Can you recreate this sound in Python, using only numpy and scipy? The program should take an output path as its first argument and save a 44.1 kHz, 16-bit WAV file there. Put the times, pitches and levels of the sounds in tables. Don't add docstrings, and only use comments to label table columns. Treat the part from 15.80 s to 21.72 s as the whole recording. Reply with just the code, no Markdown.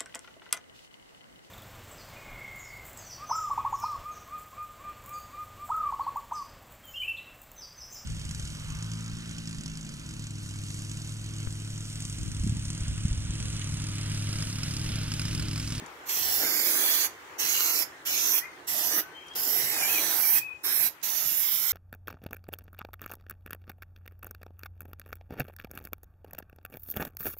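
import sys
import numpy as np
from scipy import signal
from scipy.io import wavfile
from scipy.ndimage import uniform_filter1d, map_coordinates

SR = 44100
rng = np.random.default_rng(int(sys.argv[2]) if len(sys.argv) > 2 else 0)


def ratio_of_db(decibels):
    return 10 ** (np.asarray(decibels, float) / 20)


def inscribe(sig):
    pcm = np.round(np.clip(np.atleast_2d(sig).T, -1, 1) * 32767)
    wavfile.write(sys.argv[1], SR, pcm.astype(np.int16))


N = 261072
T = np.arange(N) / SR
FRAME = 1024
TOP_HZ = 15750

# (open [s], shut [s], opening time [s], flow [dB])
VALVE_OPENINGS = [
    (0.256, 0.287, 0.021, -12),
    (0.285, 1.257, 0.013, -2),
    (1.581, 2.026, 0.022, -0.5),
    (2.25, 2.587, 0.019, -1),
    (2.577, 2.645, .01, -42),
    (2.868, 3.199, 0.018, -0.5),
    (3.55, 4.584, 0.0086, -1),
    (4.832, 5.075, 0.019, -1.5),
    (5.226, 6.5, 0.0076, -1.5),
]
# (frequency [Hz], density [dB per Hz])
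SPRAY_SPECTRUM = [(24, -66), (40, -16), (136, -20), (209, -22.5), (311, -10.5), (539, -16), (710, -11),
                  (1060, -13.5), (2140, -8.5), (4200, -10.5), (5960, -6), (9580, -12.5), (12000, 2),
                  (14700, -2.5), (15800, -4)]
# (frequency [Hz], left minus right [dB])
SPRAY_BALANCE = [(200, 0.5), (400, 0), (700, 9), (1300, 5.5), (2400, 0), (4400, 0), (6000, -9.5),
                 (8100, -21), (10000, -19.5), (12000, -12.5), (15000, -4.5)]
# (frequency [Hz], likeness of the channels [-])
SPRAY_COHERENCE = [(200, 1), (600, 1), (1400, 0.54), (3500, 0.49), (6000, 0.33), (9000, 0.39),
                   (12000, 0.44), (15000, 0.3)]
ZONE_CENTRES = [500, 2200, 6000, 12500]
# (time [s], nearness [dB], jet turned to the phone [dB], right port lag [samples])
HAND_PATHS = [
    [(.31, -33, -1, 13.8), (.5, -31, -1, 9.8), (.67, -30, -3.5, 6.1), (.86, -28.5, 0.5, 6.4),
     (1.08, -27.5, -2, 5.5), (1.25, -28, -4.2, 4.6)],
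    [(1.61, -32, -3.5, 7.8), (1.8, -30.5, -1, 7.8), (2.03, -32, 0.5, 7.1)],
    [(2.28, -30.5, -5.5, 8.3), (2.42, -30, -6, 9.6), (2.59, -31, 2.5, 4.8)],
    [(2.9, -34.5, -3.5, 10.8), (3.02, -34.5, 0.8, 8.5), (3.2, -35, 4.5, 2.3)],
    [(3.58, -36, 0, 10.3), (3.82, -36.5, 6.5, 7.2), (4.01, -33, 0.5, 4.5), (4.12, -36.5, 8, 3.3),
     (4.28, -35, 4, 3), (4.45, -36.5, 9, 1.7), (4.56, -36, 14, 1.2)],
    [(4.86, -35.5, 3, 5.6), (4.96, -37.5, 10, 4), (5.07, -34.5, 5.5, 1.7)],
    [(5.25, -36, 2, 2), (5.4, -33, -0.8, 2.6), (5.65, -35, 4.5, 2.6), (5.92, -37.5, 7, 2.6)],
]
# (board pocket [Hz], nozzle cup [Hz], jet [Hz])
RESONANCES = [(2090, 6700, 16000), (2570, 6400, 20000), (2410, 6070, 14800), (2280, 5640, 9500),
              (2130, 5660, 10000), (2190, 5400, 12700), (2670, 6560, 13400)]
# (width [octaves], lift [dB])
RESONANCE_PEAKS = [(0.12, 2), (0.089, 4), (0.36, 2.5)]
# (time [s], half width [s], drumming [dB])
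BOARD_SPLASHES = [(.65, 0.05, 8.5), (1.07, 0.035, 4.5), (1.24, .03, 1), (1.66, .06, 3), (1.98, 0.049, 4.5),
                  (2.56, 0.051, 1), (3.0, 0.059, 3.5), (3.19, 0.042, 10), (3.78, 0.15, 5.5),
                  (4.01, 0.066, 3.5), (4.2, 0.083, 10), (4.92, 0.16, 5.5), (5.65, 0.38, -3.5),
                  (3.62, .06, -2), (4.5, 0.059, -0.5)]
# (time [s], peak [dB], ring [Hz], T60 [s], left minus right [dB])
BUTTON_TICKS = [(.0613, -39.5, 6740, 0.03, -23), (2.85, -55, 5000, .012, -5), (3.348, -55, 4050, .03, 3),
                (3.468, -50, 11100, 0.042, -20), (3.481, -42.5, 5850, 0.043, -17),
                (3.536, -35, 5200, 0.022, -7), (4.82, -50, 9000, .02, -12),
                (5.214, -45.5, 5000, 0.045, -19)]
# (time [s], peak [dB], ring [Hz], T60 [s], left minus right [dB])
CAN_KNOCKS = [(0.021, -30, 247, 0.087, -0.5), (0.031, -36, 169, 0.11, 4)]
# (time [s], half width [s], deep [dB], upper [dB])
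HAND_BUMPS = [(.04, 0.042, 4, 2), (.47, 0.09, 12.5, 7), (.86, 0.041, 5, 2), (1.85, 0.11, 5, 3.5),
              (2.97, 0.091, 6, 7), (3.83, 0.082, 7, 8), (4.14, 0.14, 11, 5.5), (4.4, .04, 5, 1),
              (4.57, 0.043, 1.5, 12), (4.95, 0.035, 2, 4.5), (5.5, 0.057, -3, 4)]
# (time [s], pitch [Hz], level [dB])
FAR_SQUEAKS = [
    [(2.604, 1860, -58), (2.62, 1910, -41), (2.655, 2120, -48), (2.672, 2030, -58), (2.69, 2110, -51),
     (2.73, 2050, -62)],
    [(2.606, 2440, -56), (2.65, 2440, -49), (2.685, 2440, -62)],
    [(3.33, 3100, -64), (3.372, 3122, -50), (3.506, 3210, -48), (3.55, 3260, -56)],
    [(3.91, 2560, -48), (3.96, 2540, -45), (4.04, 2350, -38), (4.065, 2330, -45), (4.085, 2470, -41),
     (4.125, 2620, -46), (4.166, 2437, -37), (4.2, 2270, -40), (4.23, 2212, -55)],
    [(4.425, 2420, -46), (4.46, 2290, -44), (4.535, 2290, -54)],
    [(4.54, 2470, -50), (4.575, 2570, -39), (4.605, 2450, -45), (4.65, 2570, -40), (4.69, 2500, -47),
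     (4.755, 2530, -52), (4.775, 2500, -64), (4.84, 2538, -66)],
]
# (time [s], pitch [Hz], level [dB])
FAR_LOW_SQUEAK = [(3.22, 1420, -66), (3.234, 1500, -51), (3.358, 1556, -67), (3.408, 1500, -67),
                  (3.42, 1480, -80)]
# (frequency [Hz], density [dB per Hz])
SHOP_SPECTRUM = [(18, -40), (30, -8), (137, -13), (174, -28), (232, -19.5), (301, -5), (680, -9),
                 (735, -7.5), (838, -4.5), (1490, -6), (1790, -6), (4980, -23), (6480, -21.5), (9600, -29),
                 (15800, -31)]
# (frequency [Hz], left minus right [dB])
SHOP_BALANCE = [(60, 12), (380, -1.5), (700, 3), (1300, -2), (2400, 4.5), (4400, 2), (6000, -10),
                (8000, -22), (15000, -25)]
# (frequency [Hz], likeness of the channels [-])
SHOP_COHERENCE = [(60, 1), (130, 0.77), (290, 1), (640, 0.46), (1410, -0.07), (3100, -1.4), (6820, -0.84),
                  (15000, -0.31)]
# (time [s], level [dB])
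SHOP_LOUDNESS = [(0, -42), (1.4, -42.5), (3.5, -45.5), (4.75, -50)]

FACING_SHARE = 0.29, 0.26, .01, 0.89
SPLASH_SHARE = 1.12, 0.23, .01, .01
ZONE_DB = 0.25, 2.8, 3.24, 0.46
MID_LAG = 7.04


def spray():
    hz, s = frame_axes()
    near, facing, bearing = can_position(s)
    zones = near + np.outer(FACING_SHARE, facing) + np.outer(SPLASH_SHARE, swells(s, BOARD_SPLASHES))
    zones = zones + np.array(ZONE_DB)[:, None]
    blend = [np.interp(np.log(hz + 1), np.log(ZONE_CENTRES), w) for w in np.eye(4)]
    db = on_hz(SPRAY_SPECTRUM, hz)[:, None] + np.transpose(blend) @ zones + resonances(hz, s) + 10.41
    slow_tint = 3.38 * patches((2,) + db.shape, frames=14, bins=7)
    quick_tint = 1.09 * patches((2,) + db.shape, frames=3, bins=50)
    treble = np.clip(hz / 12000, 0, 1)[:, None]
    pan_db_per_lag = treble * 0.37 + (1 - treble) * 0.4
    balance = on_hz(SPRAY_BALANCE, hz)[:, None] + pan_db_per_lag * (bearing - MID_LAG)
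    drops = ratio_of_db(np.repeat(rng.exponential(size=N // 24 + 1), 24)[:N])
    source = rng.standard_normal((2, N)) * drops / np.sqrt(np.mean(drops ** 2))
    jet = stereo_noise(db + slow_tint + quick_tint, balance, on_hz(SPRAY_COHERENCE, hz), source)
    return reflections(jet) * valve_flow()


def valve_flow(spit=0.072, spit_s=0.038, shut_s=0.013):
    flow = np.zeros(N)
    for start, stop, rise, db in VALVE_OPENINGS:
        surge = 1 + spit * np.exp(-np.abs(T - start) / spit_s)
        opening = np.clip((T - start) / rise, 0, 1)
        closing = np.exp(-np.clip(T - stop, 0, None) / shut_s)
        flow += ratio_of_db(db) * surge * opening * closing
    return flow


def can_position(s):
    rows = np.concatenate(HAND_PATHS)
    return [np.interp(s, rows[:, 0], column) for column in rows[:, 1:].T]


def resonances(hz, s):
    burst = np.clip(np.searchsorted([path[0][0] for path in HAND_PATHS], s + .1) - 1, 0, None)
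    bearing = can_position(s)[2] - MID_LAG
    slides = 0.012, -0.0061, 0.011
    lift = 0
    for centre, slide, (width, db) in zip(np.array(RESONANCES)[burst].T, slides, RESONANCE_PEAKS):
        octaves = np.log2((hz[:, None] + 1) / (centre * (1 + slide * bearing)))
        lift = lift + db * np.exp(-.5 * (octaves / width) ** 2)
    return lift


def reflections(x, share=0.15, sway=.1):
    drift = patches((8, 1, N // 441 + 1), frames=50, bins=1)[:, 0]
    drift_s = np.arange(drift.shape[1]) / 100
    out = x.copy()
    for k, delay_ms in enumerate((.27, .43, .61, .95, 1.3, 1.9, 2.6, 3.4)):
        lag = delay_ms * (1 + sway * np.interp(T, drift_s, drift[k])) * SR / 1000
        out[k % 2] += share * late(x[k % 2], lag)
    out[1] = late(out[1], can_position(T)[2])
    return out


def taps(touch_s=0.0012):
    out, t = np.zeros((2, N)), T[:4096]
    for s, db, hz, t60, pan_db in BUTTON_TICKS + CAN_KNOCKS:
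        edges = [hz * 0.61, min(hz * 1.54, 15500)]
        sos = signal.butter(2, edges, "band", fs=SR, output="sos")
        scratch = signal.sosfilt(sos, rng.standard_normal(4096))
        decay = np.exp(-np.log(1000) * t / max(t60, .005)) * np.clip(t / touch_s, 0, 1)
        ring = (0.27 * np.sin(2 * np.pi * hz * t) + 0.23 * scratch / scratch.std()) * decay
        at = int(s * SR)
        out[:, at:at + 4096] += ratio_of_db(db + np.array([[pan_db], [-pan_db]]) / 2) * ring
    return out


def rumble(side=0.16):
    flow = np.clip(uniform_filter1d(valve_flow(), size=2205), 0, 1)
    sway = np.repeat(patches((2, 1, N // 441 + 1), frames=8, bins=1)[:, 0], 441, axis=1)[:, :N]
    bumps = swells(T, HAND_BUMPS)
    out = 0
    for k, (edges, drone_db, spray_db) in enumerate((((50, 110), -71.5, 1), ((110, 192), -72, 7.5))):
        db = drone_db + spray_db * flow + bumps[k] + 2 * uniform_filter1d(sway[k], size=441)
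        mid, odd = band(rng.standard_normal((2, N)), *edges)
        out = out + ratio_of_db(db) * (mid + side * odd * np.array([[1], [-1]])) / mid.std()
    return out


def squeaks(rough_db=3, wobble=.0025, boost=.4):
    out = np.zeros(N)
    shake = patches((3, 1, N), frames=450, bins=1)[:, 0]
    for rows in FAR_SQUEAKS + [FAR_LOW_SQUEAK]:
        s, hz, db = np.transpose(rows)
        fade = np.clip(np.minimum(T - s[0], s[-1] - T) / 0.0085, 0, 1)
        low = 1700 < hz.mean() < 2300
        force = np.clip((db.max() + 54.5) / 10 + low, 0, 1)
        pitch = np.interp(T, s, hz) * (1 + wobble * (1 + 2 * force) * shake[0])
        tone = np.sin(2 * np.pi * np.cumsum(pitch) / SR)
        fluttering = tone * (1 + boost * force * ratio_of_db(rough_db * shake[2]))
        out += fade * ratio_of_db(np.interp(T, s, db) + rough_db * shake[1]) * fluttering
    return out


def room(x, t60_s=0.24):
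    t = T[:SR // 2]
    hiss = rng.standard_normal((2, len(t)))
    dull = signal.sosfilt(signal.butter(1, 5000, fs=SR, output="sos"), hiss)
    tail = dull * np.exp(-np.log(1000) * t / t60_s)
    tail += (hiss - dull) * np.exp(-np.log(1000) * t / (0.3 * t60_s))
    tail *= t > .004
    tail /= np.sqrt(np.sum(tail ** 2, axis=1, keepdims=True))
    return signal.fftconvolve(x, tail, axes=1)[:, :N]


def shop():
    hz, s = frame_axes()
    db = on_hz(SHOP_SPECTRUM, hz)[:, None] + 2 * patches((2, len(hz), len(s)), frames=6, bins=12)
    balance = on_hz(SHOP_BALANCE, hz)[:, None]
    x = stereo_noise(db, balance, on_hz(SHOP_COHERENCE, hz), rng.standard_normal((2, N)))
    return x / x.std() * ratio_of_db(np.interp(T, *np.transpose(SHOP_LOUDNESS)) - 3.5)


def stereo_noise(db, balance_db, coherence, source):
    z = signal.stft(source, SR, nperseg=FRAME)[2]
    c = np.clip(coherence, 0, .99)[:, None]
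    mid, side = z[0] * np.sqrt((1 + c) / 2), z[1] * np.sqrt((1 - c) / 2)
    lean = ratio_of_db(balance_db)
    share = np.sqrt(2 / (1 + lean ** 2))
    pair = np.array([(mid + side) * lean * share, (mid - side) * share])
    return signal.istft(pair * ratio_of_db(db), SR, nperseg=FRAME)[1][:, :N]


def frame_axes():
    return signal.stft(np.zeros(N), SR, nperseg=FRAME)[:2]


def on_hz(table, hz):
    f, v = np.transpose(table)
    return np.interp(np.log(np.maximum(hz, 1)), np.log(f), v)


def patches(shape, frames, bins):
    z = rng.standard_normal(shape)
    for _ in range(2):
        z = uniform_filter1d(uniform_filter1d(z, size=frames, axis=-1), size=bins, axis=-2)
    return z / z.std()


def swells(s, rows):
    rows = np.array(rows)
    return rows[:, 2:].T @ np.exp(-.5 * ((s - rows[:, :1]) / rows[:, 1:2]) ** 2)


def band(x, low_hz, high_hz):
    return signal.sosfilt(signal.butter(3, [low_hz, high_hz], "band", fs=SR, output="sos"), x)


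def late(x, lag):
    return map_coordinates(x, [np.arange(N) - lag], order=3)


def scene():
    near = band(spray(), 193, 19000) + taps()
    squeak = squeaks()
    far = np.array([ratio_of_db(4.5) * squeak, ratio_of_db(-3.5) * late(squeak, 2)])
    direct = near + ratio_of_db(.5) * far
    echoes = ratio_of_db(-13.5) * room(near) + ratio_of_db(-6) * room(far)
    return direct + echoes + band(shop(), 150, 21000) + rumble()


def starve(x, mid_db=-3.5, left_db=-20.5, right_db=-21, whim_db=4.5):
    hz, s, z = signal.stft(x, SR, nperseg=2048, noverlap=1536)
    z = z * (hz < TOP_HZ)[:, None]
    edge = np.r_[np.arange(96, 240, 7), np.arange(240, 760, 12)]
    slot = np.clip(np.searchsorted(edge, np.arange(len(hz))) - 1, 0, len(edge) - 1)
    live = (hz > 2100)[:, None]
    whim = ratio_of_db(whim_db * patches((3, len(edge), len(s)), frames=4, bins=1))[:, slot] ** 2

    def power(v):
        bands = np.add.reduceat(np.abs(v) ** 2, edge, axis=0) / np.diff(edge, append=len(hz))[:, None]
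        return uniform_filter1d(bands, size=5, axis=1)[slot]

    mid, side = (z[0] + z[1]) / 2, (z[0] - z[1]) / 2
    masked = power(mid) < ratio_of_db(mid_db) ** 2 * power(side) * whim[0] ** .3
    mid = mid * ~(live & (hz < 5700)[:, None] & masked)
    left, right = mid + side, mid - side
    loud = np.percentile(np.abs(right[:740]) ** 2, 90, axis=0)
    left = left * ~(live & (power(left) < ratio_of_db(left_db) ** 2 * power(right) * whim[1]))
    masked = power(right) < ratio_of_db(right_db) ** 2 * loud * whim[2]
    right = right * ~(live & (hz < 10500)[:, None] & (loud > loud.mean() / 20) & masked)
    return signal.istft(np.array([left, right]), SR, nperseg=2048, noverlap=1536)[1][:, :N]


def low_pass(x):
    return signal.sosfilt(signal.butter(12, 16990, fs=SR, output="sos"), x)


def record(dry):
    rounded = np.tanh(1.555 * dry) / 1.628
    top = signal.ellip(10, .2, 70, TOP_HZ, fs=SR, output="sos")
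    mix = starve(signal.sosfilt(top, rounded))
    return low_pass(mix)


dry = scene()
out = record(dry)
inscribe(out)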